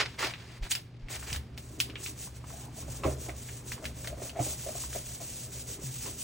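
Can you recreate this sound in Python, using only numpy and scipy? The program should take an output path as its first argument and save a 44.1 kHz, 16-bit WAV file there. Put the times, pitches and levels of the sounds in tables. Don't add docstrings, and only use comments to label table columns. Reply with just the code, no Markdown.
import sys
import numpy as np
from scipy import signal
from scipy.fft import rfft, irfft, next_fast_len
from scipy.io import wavfile
from scipy.ndimage import uniform_filter1d

SR = 44100
rng = np.random.default_rng(int(sys.argv[2]) if len(sys.argv) > 2 else 0)


def transcribe(signal):
    frames = np.atleast_2d(signal).T
    limited = np.clip(frames, -1, 1)
    pcm = np.round(limited * 32767).astype(np.int16)
    wavfile.write(sys.argv[1], SR, pcm)


N = 274743

# start in seconds, length in seconds, full hiss level in dB.
STROKES = [(2.002, 0.11, -36.5), (2.171, 0.11, -39.5), (2.349, 0.035, -44), (2.461, 0.21, -45),
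           (2.751, 0.095, -41.5), (2.876, 0.13, -41.5), (3.032, 0.12, -40.5), (3.185, 0.13, -41.5),
           (3.347, 0.26, -43.5), (3.659, 0.11, -40), (3.815, 0.098, -45.5), (3.953, 0.17, -43),
           (4.194, 0.11, -38.5), (4.396, 0.16, -33.5), (4.566, 0.17, -38.5), (4.738, 0.14, -35.5),
           (4.889, 0.13, -36), (5.032, 0.15, -39.5), (5.189, 0.29, -39.5), (5.507, 0.13, -39),
           (5.664, 0.1, -37), (5.806, 0.35, -39.5), (6.17, 0.098, -36.5)]
# time in seconds, rattle of the top in dB, favoured mode in Hz.
PRESSURE = [(0, -59, 395), (1.5, -64, 304), (1.9, -45, 325), (2.4, -66, 460), (2.47, -52.5, 620),
            (2.66, -49, 910), (2.95, -64, 400), (3.05, -33.5, 530), (3.4, -60, 454), (3.74, -55, 424),
            (3.83, -43.5, 586), (3.95, -56.5, 517), (4.12, -40.5, 597), (4.28, -51.5, 594), (4.6, -58, 660),
            (5.3, -57, 594), (5.8, -48, 425), (6.23, -82, 402)]
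# start in seconds, level in dB, ring in Hz, relative treble in dB.
SNAPS = [(0.229, -21, 1330, -27), (0.3373, -27, 2420, -30), (0.7158, -15, 3270, -12),
         (0.752, -20.5, 2540, -6), (1.085, -35, 2000, -23), (1.2261, -31, 1490, -37),
         (1.303, -32, 2410, -32), (1.3289, -22, 2720, -6), (1.351, -37, 1900, -21),
         (1.3609, -24.5, 1800, -10), (1.577, -30.5, 2260, -10), (1.8021, -12, 2860, -8),
         (1.899, -32.5, 2530, -28), (1.9558, -25, 2870, -47), (2.062, -26, 2680, -13),
         (3.036, -26, 2540, -27), (3.294, -30, 2020, -28), (3.488, -32.5, 1910, -33),
         (3.7195, -24, 1850, -15), (3.843, -33, 1420, -11), (3.854, -22.5, 1940, -13),
         (4.045, -30.5, 1800, -20), (4.0732, -24.5, 2070, -8), (4.295, -32, 2860, -15),
         (4.93, -33, 1500, -10)]
# start in seconds, level in dB.
TICKS = [(2.274, -41), (2.4406, -38.5), (2.503, -38), (2.825, -43), (2.948, -41), (3.262, -41),
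         (3.779, -38.5), (4.838, -36.5)]
TICK_HZ, TICK_TREBLE_DB = 1010, -37
# start in seconds, level in dB, favoured mode in Hz,
# rise in seconds.
KNOCKS = [(1.579, -41.5, 630, 0.0025), (2.879, -38, 615, 0.0056), (3.031, -23.5, 1080, 0.012),
          (3.035, -19.5, 590, 0.014), (3.049, -19.5, 290, 0.01), (3.284, -26.5, 550, 0.0028),
          (4.195, -40, 640, 0.0027), (4.217, -28, 550, 0.0028), (4.352, -25, 686, 0.016),
          (4.389, -19, 670, 0.004), (4.405, -25, 382, 0.0033), (4.463, -31, 570, 0.0033),
          (4.524, -40, 600, 0.0044), (4.662, -27.5, 610, 0.0049), (4.684, -25.5, 627, 0.0038),
          (4.748, -30, 636, 0.0036), (4.947, -25, 600, 0.0077), (5.2, -35.5, 635, 0.0076),
          (6.04, -37, 405, 0.029), (6.055, -36.5, 1000, 0.009)]
# start in seconds, level in dB, pitch in Hz, decay in seconds.
THUDS = [(1.321, -22, 117, 0.013), (1.36, -27, 74, 0.046), (3.054, -24.5, 71.3, 0.1),
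         (3.059, -26.5, 130.4, 0.088), (4.401, -19, 123, 0.017), (5.839, -27, 131.7, 0.056)]
# centre in seconds, peak in dB, pitch in Hz.
PUFFS = [(0.629, -23.5, 36.5), (1.047, -30.5, 30.3)]
# time in seconds, level in dB.
DRUMMING = [(0, -43.5), (.9, -58.5), (1.3, -41.5), (1.6, -47), (1.89, -43), (1.97, -48.5), (2.7, -43),
            (2.9, -38.5), (3.4, -44.5), (3.9, -42), (6.23, -46.5)]
# start in seconds, length in seconds,
# crinkle level in dB, hiss level in dB.
RUSTLES = [(0.004, 0.0038, -19.5, -57), (0.055, 0.0059, -34.5, -65), (0.077, 0.094, -51, -59),
           (0.194, 0.065, -28, -37.5), (0.27, 0.041, -37.5, -49), (0.3, 0.28, -51, -59),
           (0.63, 0.037, -42.5, -49.5), (0.71, 0.0026, -36.5, -25), (0.755, 0.02, -45, -61),
           (1.104, 0.056, -39, -37.5), (1.192, 0.055, -49.5, -44), (1.269, 0.081, -42.5, -39.5),
           (1.575, 0.19, -76, -52), (1.794, 0.042, -70, -43.5), (6.021, 0.06, -48.5, -39)]
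# frequency in Hz, relative level in dB.
HISS_COLOUR = [(800, -71), (2500, -5), (5200, -2.5), (5900, 4), (8000, 4), (11000, -3.5), (16000, -1.5)]
# frequency in Hz, relative level in dB.
CRINKLE_COLOUR = [(200, -22), (450, 0.5), (1200, 1), (2200, 7), (3300, 3), (5000, 4.5), (12000, -9)]
# frequency in Hz, relative level in dB.
AIR_COLOUR = [(20, -8.5), (100, 9), (240, -1.5), (600, -15), (2100, -29), (4500, -39), (12000, -75)]
# frequency in Hz, width in Hz, relative gain in dB.
TOP_MODES = [(301.5, 49, 9), (387.5, 30.6, 9), (527, 120, 1.5), (615.4, 22, 4), (673, 46, -1.5),
             (798, 9, 0), (1019, 96, -4.5), (1185, 240, -6.5)]
# frequency in Hz, width in Hz, relative gain in dB.
DRUM_MODES = [(66.9, 9.6, -2), (122.4, 14.8, -7.5), (228, 20.4, -17.5)]
# frequency in Hz, gain in dB.
SUM_SPECTRUM = [(8000, -4), (9800, -7), (10900, -28), (13200, -106), (14200, -4.5), (16000, -6)]
# frequency in Hz, gain in dB.
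DIFFERENCE_SPECTRUM = [(120, -25.5), (600, -9.5), (1300, -10.5), (2000, -26), (2700, -9), (5200, -6.5),
                       (6500, -33), (8500, -3), (11000, 0.5)]
FOLD_SIZES_HZ = (720, 1560, 3080)
# frequency in Hz, width in Hz, peak relative to the knock in dB.
SCUFF = (1970, 840, -14.5)

AIR_DB, HUM_DB, HUM_HZ = -48.5, -44, 120
RISE_DB_PER_S, FALL_DB_PER_S = 1494, 474
CRINKLE_OF_STROKE_DB, RESTING_CRINKLE_DB = -19.5, -61
RATTLE_OF_RUSTLE_DB = -16
RATTLE_OF_KNOCK_DB, RATTLE_FALL_DB_PER_S = -15, 168
PLACE_WIDTH_HZ = 340
NEAR_WIDTH_HZ, WHOLE_TOP_DB = 300, -2
SCATTER_TURNS_HZ, SCATTER_DECAY_S = 4.5, 0.013
EDGE_HZ = 15950


def gain_of(db):
    return 10 ** (np.asarray(db) / 20)


def evened(x):
    return x / np.sqrt(np.mean(x ** 2) + 1e-20)


def coloured(x, points):
    f, db = np.transpose(points)
    size = next_fast_len(len(x))
    hz = np.fft.rfftfreq(size, 1 / SR)
    gain = gain_of(np.interp(np.log(hz + 1), np.log(f + 1), db))
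    return irfft(rfft(x, size) * gain, size)[:len(x)]


def ring(x, modes):
    out = np.zeros(len(x))
    for hz, width, db in modes:
        r = np.exp(-np.pi * width / SR)
        pole = r * np.exp(2j * np.pi * hz / SR)
        out += gain_of(db) * 2 * signal.lfilter([1 - r], [1, -pole], x).real
    return out


def grains(per_s, spread_db, length_s):
    sizes = gain_of(spread_db * np.minimum(rng.exponential(1, N), 4))
    starts = sizes * (rng.random(N) < per_s / SR)
    fade = np.exp(-1 / (length_s * SR))
    already_sounding = np.mean(starts ** 2) / (1 - fade)
    power = signal.lfilter([1], [1, -fade], starts ** 2, zi=[already_sounding])[0]
    return evened(np.sqrt(power) * rng.standard_normal(N))


def add(mix, s, sound):
    part = mix[round(s * SR):][:len(sound)]
    part += sound[:len(part)]


def curve(rows):
    s, db = np.transpose(rows)[:2]
    return gain_of(np.interp(np.arange(N) / SR, s, db))


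def room():
    air = evened(coloured(rng.standard_normal(N), AIR_COLOUR))
    hum = np.sin(2 * np.pi * HUM_HZ * np.arange(N) / SR)
    return gain_of(AIR_DB) * air + gain_of(HUM_DB) * hum


def near_hand(x):
    s, db, hz = np.transpose(PRESSURE)
    mode_hz = np.interp(np.arange(N) / SR, s, hz)
    turn = np.exp(2j * np.pi * np.cumsum(mode_hz) / SR)
    r = np.exp(-np.pi * NEAR_WIDTH_HZ / SR)
    shifted = x / turn
    near = 2 * (turn * signal.lfilter([(1 - r) ** 2], [1, -2 * r, r ** 2], shifted)).real
    level = np.sqrt(uniform_filter1d(near ** 2, size=8000) + 1e-12)
    return evened(near / level + gain_of(WHOLE_TOP_DB) * x)


def pressed_top():
    soft = signal.butter(2, 1400, fs=SR, output="sos")
    pushes = signal.sosfilt(soft, grains(per_s=280, spread_db=4.5, length_s=0.0045))
    shaking = gain_of(RATTLE_OF_RUSTLE_DB) * rustles(axis=2)
    return np.hypot(curve(PRESSURE), shaking) * near_hand(evened(ring(pushes, TOP_MODES)))


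def drumming():
    return curve(DRUMMING) * evened(ring(rng.standard_normal(N), DRUM_MODES))


def rustles(axis):
    t, power = np.arange(0, N + 64, 64) / SR, 0
    for row in RUSTLES:
        s, length_s, db = row[0], row[1], row[axis]
        rise_db = RISE_DB_PER_S * np.maximum(s - t, 0)
        fall_db = FALL_DB_PER_S * np.maximum(t - s - length_s, 0)
        power = power + gain_of(db - rise_db - fall_db) ** 2
    return np.interp(np.arange(N) / SR, t, np.sqrt(power))


def rubbing():
    slips = evened(coloured(grains(per_s=1400, spread_db=1.5, length_s=0.003), HISS_COLOUR))
    sizes = 0
    for hz in FOLD_SIZES_HZ:
        crackle = grains(per_s=450, spread_db=3.4, length_s=0.004)
        sizes = sizes + ring(crackle, [(hz, hz, 0)]) / np.sqrt(hz)
    folds = evened(coloured(sizes, CRINKLE_COLOUR))
    hand = strokes()
    under_hand = gain_of(CRINKLE_OF_STROKE_DB) * hand + gain_of(RESTING_CRINKLE_DB)
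    folding = np.hypot(rustles(axis=2), under_hand)
    hissing = np.hypot(rustles(axis=3), hand)
    return hissing * slips + folding * folds


def snaps():
    out, t = np.zeros(N), np.arange(9000) / SR
    ticks = [(s, db, TICK_HZ, TICK_TREBLE_DB) for s, db in TICKS]
    for s, db, hz, treble_db in SNAPS + ticks:
        u = hz * t / 0.75
        octave = 2 * gain_of(treble_db) * np.sin(4 * np.pi * hz * t)
        flip = (np.sin(2 * np.pi * hz * t) + octave) * u * np.exp(1 - u)
        colour = [(hz / 6.3, -30), (hz, 0), (9000, treble_db)]
        decay = np.exp(-t / 0.007) + 0.27 * np.exp(-t / 0.038)
        spray = evened(coloured(rng.standard_normal(len(t)), colour)) * decay
        add(out, s, gain_of(db) * (flip + 0.38 * spray))
    return out


def puffs():
    out, t = np.zeros(N), np.arange(N) / SR
    for s, db, hz in PUFFS:
        u = 2 * np.pi * hz * (t - s)
        out -= gain_of(db) * np.cos(u) * np.exp(-(u / 4) ** 2)
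    return out


def thuds():
    out, t = np.zeros(N), np.arange(9000) / SR
    for s, db, hz, decay_s in THUDS:
        envelope = (1 - np.exp(-t / 0.0014)) * np.exp(-t / decay_s)
        add(out, s, gain_of(db) * np.sin(2 * np.pi * hz * t) * envelope)
    return out


def knocks():
    out, t = np.zeros(N), np.arange(9000) / SR
    for s, db, hz, rise_s in KNOCKS:
        noise = rng.standard_normal(len(t))
        blow = noise * t / rise_s * np.exp(1 - t / rise_s)
        rattle_gain = gain_of(RATTLE_OF_KNOCK_DB - RATTLE_FALL_DB_PER_S * t)
        rattle = noise * np.minimum(t / rise_s, 1) * rattle_gain
        place, wider = [(hz, PLACE_WIDTH_HZ, 0)], [(hz, 2 * PLACE_WIDTH_HZ, 0)]
        knock = ring(ring(ring(blow, place), place) + ring(rattle, wider), TOP_MODES)
        scuff = ring(ring(blow + 2 * rattle, [SCUFF]), [SCUFF])
        knock = knock / abs(knock).max()
        scuff = gain_of(SCUFF[2]) * scuff / abs(scuff).max()
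        add(out, s, gain_of(db) * (knock + scuff))
    return out


def strokes():
    t, power = np.arange(0, N + 64, 64) / SR, 0
    for s, length_s, db in STROKES:
        outside = np.maximum(s - t, t - s - length_s)
        slowing = np.maximum(outside + 0.037, 0)
        power = power + gain_of(db) ** 2 / (1 + (slowing / 0.04) ** 2) ** 3.1
    return np.interp(np.arange(N) / SR, t, np.sqrt(power))


def scene():
    table = pressed_top() + drumming() + knocks() + thuds()
    dry = rubbing() + snaps() + table + puffs() + room()
    decay = np.exp(-np.arange(3000) / SR / SCATTER_DECAY_S)
    scatter = rng.standard_normal((2, 3000)) * decay
    scatter = scatter / np.linalg.norm(scatter[0])
    a, b = signal.oaconvolve(dry[None], scatter, axes=1)[:, :N]
    turn = 2 * np.pi * SCATTER_TURNS_HZ * np.arange(N) / SR
    across = a * np.cos(turn) + b * np.sin(turn)
    return np.array([dry + across, dry - across])


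def record(dry):
    middle = coloured((dry[0] + dry[1]) / 2, SUM_SPECTRUM)
    side = coloured((dry[0] - dry[1]) / 2, DIFFERENCE_SPECTRUM)
    ports = np.array([middle + side, middle - side])
    band_limit = signal.firwin(1023, EDGE_HZ, window=("kaiser", 10), fs=SR)
    return signal.oaconvolve(ports, band_limit[None], "same")


dry = scene()
out = record(dry)
transcribe(out)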